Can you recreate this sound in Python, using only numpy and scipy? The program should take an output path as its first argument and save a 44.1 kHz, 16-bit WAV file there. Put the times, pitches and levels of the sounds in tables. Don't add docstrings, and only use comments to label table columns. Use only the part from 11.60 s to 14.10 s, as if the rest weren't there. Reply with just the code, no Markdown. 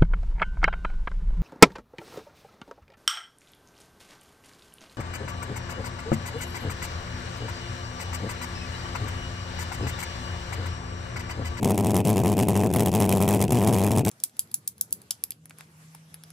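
import sys
import numpy as np
from scipy import signal
from scipy.fft import rfft, irfft
from scipy.io import wavfile
from scipy.ndimage import uniform_filter1d

SR = 44100
rng = np.random.default_rng(int(sys.argv[2]) if len(sys.argv) > 2 else 0)


def gain_from_db(level_db):
    decades = np.asarray(level_db, float) / 20
    return 10 ** decades


def pcm_store(signal):
    levels = np.round(np.clip(np.atleast_2d(signal), -1, 1) * 32767)
    wavfile.write(sys.argv[1], SR, levels.astype(np.int16).T)


N = 110250
POP_LEAD_S = 0.001515


def evened(x):
    return x / np.sqrt(np.mean(x ** 2) + 1e-20)


def coloured(x, curve, share=1):
    curve_hz, curve_db = np.transpose(curve)
    hz = np.fft.rfftfreq(N, 1 / SR)
    gain_db = np.interp(np.log(hz + 1), np.log(curve_hz + 1), curve_db)
    return irfft(rfft(x) * gain_from_db(share * gain_db), N)


def resonate(x, hz, width_hz):
    turn = np.exp(2j * np.pi * hz * np.arange(N) / SR)
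    decay = np.exp(-np.pi * width_hz / SR)
    return 2 * (turn * signal.lfilter([1 - decay], [1, -decay], x / turn)).real


def train(times, gains):
    return np.bincount(np.clip(times * SR, 0, N).astype(int), gains, N + 1)[:N]


def humps(times, gains, widths):
    near = np.round(times * SR).astype(int)[:, None] + np.arange(-200, 200)
    phase = np.clip((near / SR - times[:, None]) / widths[:, None], -.5, .5)
    pressure = gains[:, None] * np.cos(np.pi * phase) ** 2
    return np.bincount(np.clip(near, 0, N).ravel(), pressure.ravel(), N + 1)[:N]


# pitch_hz [Hz], level_db [dB per Hz]
GARDEN_COLOUR = [(25, 8), (50, 4), (300, 19), (1500, -37), (4000, -37), (15000, -80)]


def garden():
    a, b = rng.standard_normal((2, N))
    wash = np.array([a + .25 * b, a - .25 * b])
    return gain_from_db(-33.5) * evened(coloured(wash, GARDEN_COLOUR))


# first_s [s], last_s [s], firings [count], strength_db [dB], end_change_db [dB]
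RUNS = [(0.0029, 0.031, 4, -12, 11.5), (0.0352, 0.0577, 3, -5.5, 5.5), (0.0625, 0.0778, 3, -2.5, 3.2),
        (0.088, 0.108, 3, -3, 5.5), (0.1189, 0.1385, 3, 3.1, -9), (0.1468, 0.167, 3, 0.8, -7.6),
        (0.1796, 0.2099, 4, -0.5, 0.5), (0.2176, 0.2484, 4, -4.5, 5.5), (0.261, 0.2796, 3, 2.5, -5),
        (0.2877, 0.318, 4, -1.8, 2.5), (0.326, 0.3457, 3, -12, 13.5), (0.3558, 0.388, 4, 1.1, -2.5),
        (0.395, 0.4142, 3, 1.2, -2.3), (0.4253, 0.445, 3, -10, 2), (0.452, 0.4638, 3, -1.2, 0),
        (0.4741, 0.5498, 9, 0.9, -5), (0.5607, 0.6024, 5, 0.44, 0), (0.6097, 0.625, 3, 0.5, -5.5),
        (0.6377, 0.6597, 3, -2, 3.5), (0.6707, 0.739, 8, 0.1, -0.7), (0.752, 0.7698, 3, -8, 7.5),
        (0.7809, 0.8115, 4, 0.5, 0), (0.819, 0.8348, 3, -2, 2), (0.8438, 0.8726, 4, -5.6, 1.5),
        (0.887, 0.916, 4, 1.9, -3.1), (0.923, 0.9445, 3, -1.9, -1), (0.9559, 1.0247, 8, 0.7, -2),
        (1.0366, 1.0723, 5, -0.6, 0.3), (1.0826, 1.1149, 4, -8, 5), (1.1289, 1.1502, 3, -4, 5),
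        (1.1622, 1.1788, 3, 4.5, -8.5), (1.187, 1.2071, 3, -0.06, 1.1), (1.2145, 1.2341, 3, -5, 6),
            (1.242, 1.2619, 3, -7.5, 9), (1.2729, 1.305, 4, 2.5, -9.5), (1.3186, 1.3515, 4, -2, 3),
            (1.3609, 1.3974, 5, 0.5, -2.5), (1.4041, 1.4635, 7, 2, -3), (1.4758, 1.4944, 3, -7.5, 6.5),
            (1.5058, 1.536, 4, 2, -3.5), (1.542, 1.5933, 6, 0.3, -3.5), (1.6059, 1.666, 7, 2, -4.5),
            (1.6795, 1.7483, 8, 1.0, 0.3), (1.7583, 1.773, 3, 0.1, -2), (1.7844, 1.8051, 3, -8, 10),
            (1.8163, 1.835, 3, 5, -9), (1.8407, 1.8618, 3, 4.5, -10.5), (1.8686, 1.9085, 4, -7.5, 7),
            (1.923, 1.9809, 8, 1.3, -2.4), (1.9881, 2.0479, 7, -0.1, 1.3), (2.0567, 2.0756, 3, -5, 8),
            (2.087, 2.1178, 5, 1.5, -5), (2.1285, 2.145, 3, 1.2, -0.4), (2.155, 2.2384, 9, 0.7, 0.9),
            (2.2473, 2.2961, 6, 1, -3), (2.3091, 2.3631, 7, -0.24, 0.8), (2.3755, 2.395, 3, 1.34, 0),
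            (2.403, 2.4238, 4, 1.4, -11), (2.436, 2.4517, 3, -17.5, 15.9), (2.464, 2.502, 5, 3, -11.5)]
# time_s [s], extra_pop_db [dB], extra_hiss_db
# [dB]
UNEVEN_FIRINGS = [(0.002, -11, -8), (0.013, -16, 3), (0.02, -12.3, -7), (0.037, -7.5, -12), (0.047, -1, 14),
                  (0.128, 2.9, -17), (0.218, -4, -30), (0.328, -5, -30), (0.335, 4.5, 1.5),
                  (0.423, -14.0, -5), (0.432, -6.2, -8.5), (0.443, -14, 8), (0.451, -8, 7),
                  (0.457, -20.5, -4), (0.61, -1.5, -16), (0.626, -7, -4.5), (0.709, -12, -13),
                  (0.76, -13, -21), (0.819, -8.8, -9), (0.867, -4.3, -10), (0.944, -14, 2.5),
                  (0.986, -9, -9.3), (1.055, 2.5, -11), (1.082, 5.8, -12.5), (1.104, 2, 3.5),
                  (1.129, -23, 0), (1.14, -5, 10), (1.179, 3.5, -13.5), (1.197, -2, 4), (1.225, 5.9, 3.5),
                  (1.318, -11, 1), (1.33, -2, 5.5), (1.484, 0.5, -1), (1.495, 3.5, 9), (1.526, -1, 5.5),
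                  (1.593, -5, 0), (1.796, -7, 7), (1.816, -8.5, 1.8), (1.862, -3, -12), (1.869, -3, -6.6),
                  (1.881, -11, 8), (1.939, -10, -16.5), (2.057, 6, -13), (2.103, 3, -4.5), (2.119, 6, -1),
                  (2.197, -7, 1.5), (2.297, -7.1, 1.5), (2.318, -11.5, 6.5), (2.345, -6, -9.1),
                  (2.403, -7.5, -16), (2.436, 2, -12), (2.442, -12.6, -9.5), (2.45, -13, 10),
                  (2.464, -13.5, 0.5), (2.493, 0, 12.5), (2.501, 11, 10.4)]
# time_s [s], extra_hiss_db [dB]
FLARES = [(0.063, -19), (0.071, -8), (0.108, -1.5), (0.146, -1), (0.18, 5), (0.2, -2), (0.271, 6.5),
          (0.308, 4.5), (0.367, 5), (0.396, -5), (0.405, 3.8), (0.415, -5.3), (0.451, 2), (0.463, 3.5),
          (0.502, 3.5), (0.521, -8), (0.739, -2), (0.769, 3.5), (0.791, 5), (0.801, 2.5), (0.887, 4),
          (0.916, -4), (0.995, -2), (1.037, 3.5), (1.129, 2), (1.162, 3), (1.17, 2.5), (1.207, 5.5),
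          (1.225, 0), (1.243, -6.9), (1.262, 4), (1.294, 4.5), (1.341, 4.5), (1.352, 4), (1.396, -3),
          (1.526, 3.5), (1.543, -10), (1.573, 2.5), (1.605, -5.2), (1.615, 2.5), (1.626, 5), (1.679, 3),
          (1.689, 3), (1.699, -4), (1.719, -3), (1.739, 4), (1.796, -4), (1.825, 7.5), (1.834, -12),
          (1.908, 6.5), (1.923, 5), (1.964, -7), (2.009, -3), (2.257, -6), (2.267, 2.5), (2.297, -5),
          (2.311, 2.5), (2.337, -2), (2.375, 3), (2.483, 7.1)]


def firings():
    fade_firings, jitter_s, spread_db = 1.62, 0.00025, 0.47
    rows = []
    for first_s, last_s, count, strength_db, end_change_db in RUNS:
        k = np.arange(round(count))
        run_times = first_s + (last_s - first_s) * k / k[-1]
        run_db = strength_db + end_change_db * np.exp((k - k[-1]) / fade_firings)
        rows += zip(run_times, run_db)
    times, db = np.transpose(rows)
    extra_db = np.zeros((2, len(rows)))
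    for time_s, extra_pop_db, extra_hiss_db in UNEVEN_FIRINGS:
        extra_db[:, np.argmin(abs(times - time_s))] = extra_pop_db, extra_hiss_db
    for time_s, extra_hiss_db in FLARES:
        extra_db[1, np.argmin(abs(times - time_s))] += extra_hiss_db
    chance = np.clip(rng.standard_normal((len(rows), 10)), -2, 2).T
    return times + jitter_s * chance[0], db + spread_db * chance[1], chance[2:], extra_db


CYCLE_LIMITS = .008, .0115


def charge_strength(times, db):
    intake_s = np.clip(np.diff(times, prepend=0), *CYCLE_LIMITS)
    return db + 680 * (intake_s - .0095)


def pop(times, charge_db, chance, extra_pop_db):
    level_db = -12.5 + extra_pop_db + 0.82 * charge_db + 0.96 * chance[0]
    width_s = .0014 * (1 - 0.037 * charge_db + 0.039 * chance[1])
    return humps(times - POP_LEAD_S, gain_from_db(level_db), width_s)


def neck(pops):
    return gain_from_db(-8) * resonate(pops, hz=960, width_hz=170)


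# pitch_hz [Hz], level_db [dB per Hz]
JET_COLOUR = [(1200, -19), (1500, -8.5), (2000, -2.5), (3200, 1.5), (4500, -7.5), (9000, 0), (13500, -7.5),
              (16000, -13.5)]
# pitch_hz [Hz], level_db [dB]
JET_WIDE = [(1200, -28), (2500, -21), (5000, -14.5), (9000, -14.5), (14000, -18)]
# pitch_hz [Hz], level_db [dB]
JET_PARTS = [
    [(2500, 0), (5000, -15)],
    [(2500, -15), (5000, 0), (8000, -2), (12000, -15)],
    [(6000, -15), (11000, 0)],
]
PART_LAW = 0.77, 0.95, 1.23


def jet(times, db, chance, extra_hiss_db):
    peak_s, rise_width_s, fall_width_s = 0.0017, 0.0015, 0.0015
    t = np.arange(1500) / SR
    width_s = np.where(t < peak_s, rise_width_s, fall_width_s)
    burst = np.exp(-((t - peak_s) / width_s) ** 2 / 2)
    leak = gain_from_db(-7.5) * np.exp(-t / 0.0054) * np.minimum(t / peak_s, 1)
    eddies = gain_from_db(2 * evened(uniform_filter1d(rng.standard_normal(N), size=20)))
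    hiss = 0
    for part, law, luck in zip(JET_PARTS, PART_LAW, chance[5:]):
        starts = times - POP_LEAD_S - .0007 + 0.00046 * luck[::-1]
        level_db = law * (2.5 * db + extra_hiss_db) + 2 * luck
        gate = signal.oaconvolve(train(starts, gain_from_db(level_db)), burst + leak)[:N]
        hiss = hiss + coloured(gate * eddies * rng.standard_normal((2, N)), part)
    hiss = gain_from_db(-35) * evened(coloured(hiss, [(600, -50)] + JET_COLOUR))

    swell = signal.oaconvolve(train(times, gain_from_db(0.43 * db)), np.hanning(500), "same")
    can = []
    for noise in rng.standard_normal((2, N)):
        once = resonate(swell * noise, hz=2500, width_hz=450)
        can.append(resonate(once, hz=2500, width_hz=450))
    mid, side = hiss + gain_from_db(-53) * evened(np.array(can))
    return mid + np.array([[1], [-1]]) * coloured(side, JET_WIDE)


def wall_echo(times, charge_db, chance):
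    delay_s, width_s = 0.0027, .0014 * 1.33
    gains = gain_from_db(charge_db + 2.9 * chance[2])
    return gain_from_db(-21.5) * humps(times - POP_LEAD_S + delay_s, gains, width_s + 0 * charge_db)


def puff(times, charge_db, chance):
    puff_db = -12
    cycle_s = np.clip(np.diff(times, append=9), *CYCLE_LIMITS)
    lag_s = (.00495 + .3 * (cycle_s - .01)) * (1 + .035 * chance[3])
    at = times - POP_LEAD_S + lag_s
    body_db = puff_db - 500 * (cycle_s - 0.0084) + 1.08 * charge_db + .8 * chance[4]
    body_s = .0056 * (1 + 60 * (cycle_s - .0095) + 0.071 * chance[1])
    tip_db = puff_db - 12 + charge_db + 0.74 * chance[0]
    tip_s = 0.0017 + 0 * charge_db
    return humps(at, gain_from_db(body_db), body_s) + humps(at, gain_from_db(tip_db), tip_s)


# pitch_hz [Hz], width_hz [Hz], level_db [dB]
PIPE_RINGING = [(117.7, 32, -10), (181, 6.7, -21), (432, 20, -45)]


def pipe_ringing(push):
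    return sum(gain_from_db(level_db) * resonate(push, hz, width_hz) for hz, width_hz, level_db in PIPE_RINGING)


# pitch_hz [Hz], level_db [dB]
ROAR_COLOUR = [(60, -12), (110, 0), (250, -2), (500, -4), (900, -8), (1200, -22)]


def roar(times, db):
    swell = signal.oaconvolve(train(times, gain_from_db(2.0 * db)), np.hanning(1100), "same")
    burning = coloured(rng.standard_normal(N), [(20, -30)] + ROAR_COLOUR + [(2500, -34)])
    return gain_from_db(-33.5) * evened(swell * burning)


# pitch_hz [Hz], left_minus_right_db [dB]
LEAN = [(60, 1.5), (200, 2.5), (700, 2.5), (1400, -2.8), (4000, 0), (15000, 0.1)]


def at_microphones(low, hiss):
    mic_hz, slab_db, slab_s = 87.4, -28, 0.00097
    hz = np.fft.rfftfreq(N, 1 / SR)
    low = rfft(low) / (1 + (mic_hz / (hz + 1e-3)) ** 4)
    slab = gain_from_db(slab_db) * np.exp(-2j * np.pi * hz * slab_s) * np.array([[1], [-1]])
    left, right = irfft(low * (1 + slab), N) + hiss
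    return np.array([coloured(left, LEAN, 1 / 2), coloured(right, LEAN, -1 / 2)])


def scene():
    air = garden()
    times, db, chance, (extra_pop_db, extra_hiss_db) = firings()
    charge_db = charge_strength(times, db)
    pops = pop(times, charge_db, chance, extra_pop_db)
    hiss = jet(times, db, chance, extra_hiss_db)
    puffs = puff(times, charge_db, chance)
    low = pops + neck(pops) + wall_echo(times, charge_db, chance) + puffs
    low = low + pipe_ringing(puffs + pops) + roar(times, db)
    return at_microphones(low, hiss) + air


def top_cut(x):
    return signal.sosfilt(signal.butter(12, 16500, fs=SR, output="sos"), x)


def record(dry):
    limit, edge_hz = .5, 15900
    squeezed = limit * np.tanh(dry / limit)
    low_pass = signal.firwin(301, edge_hz, window=("kaiser", 8), fs=SR)
    mix = signal.oaconvolve(squeezed, low_pass[None], "same")
    return top_cut(mix)


dry = scene()
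out = record(dry)
pcm_store(out)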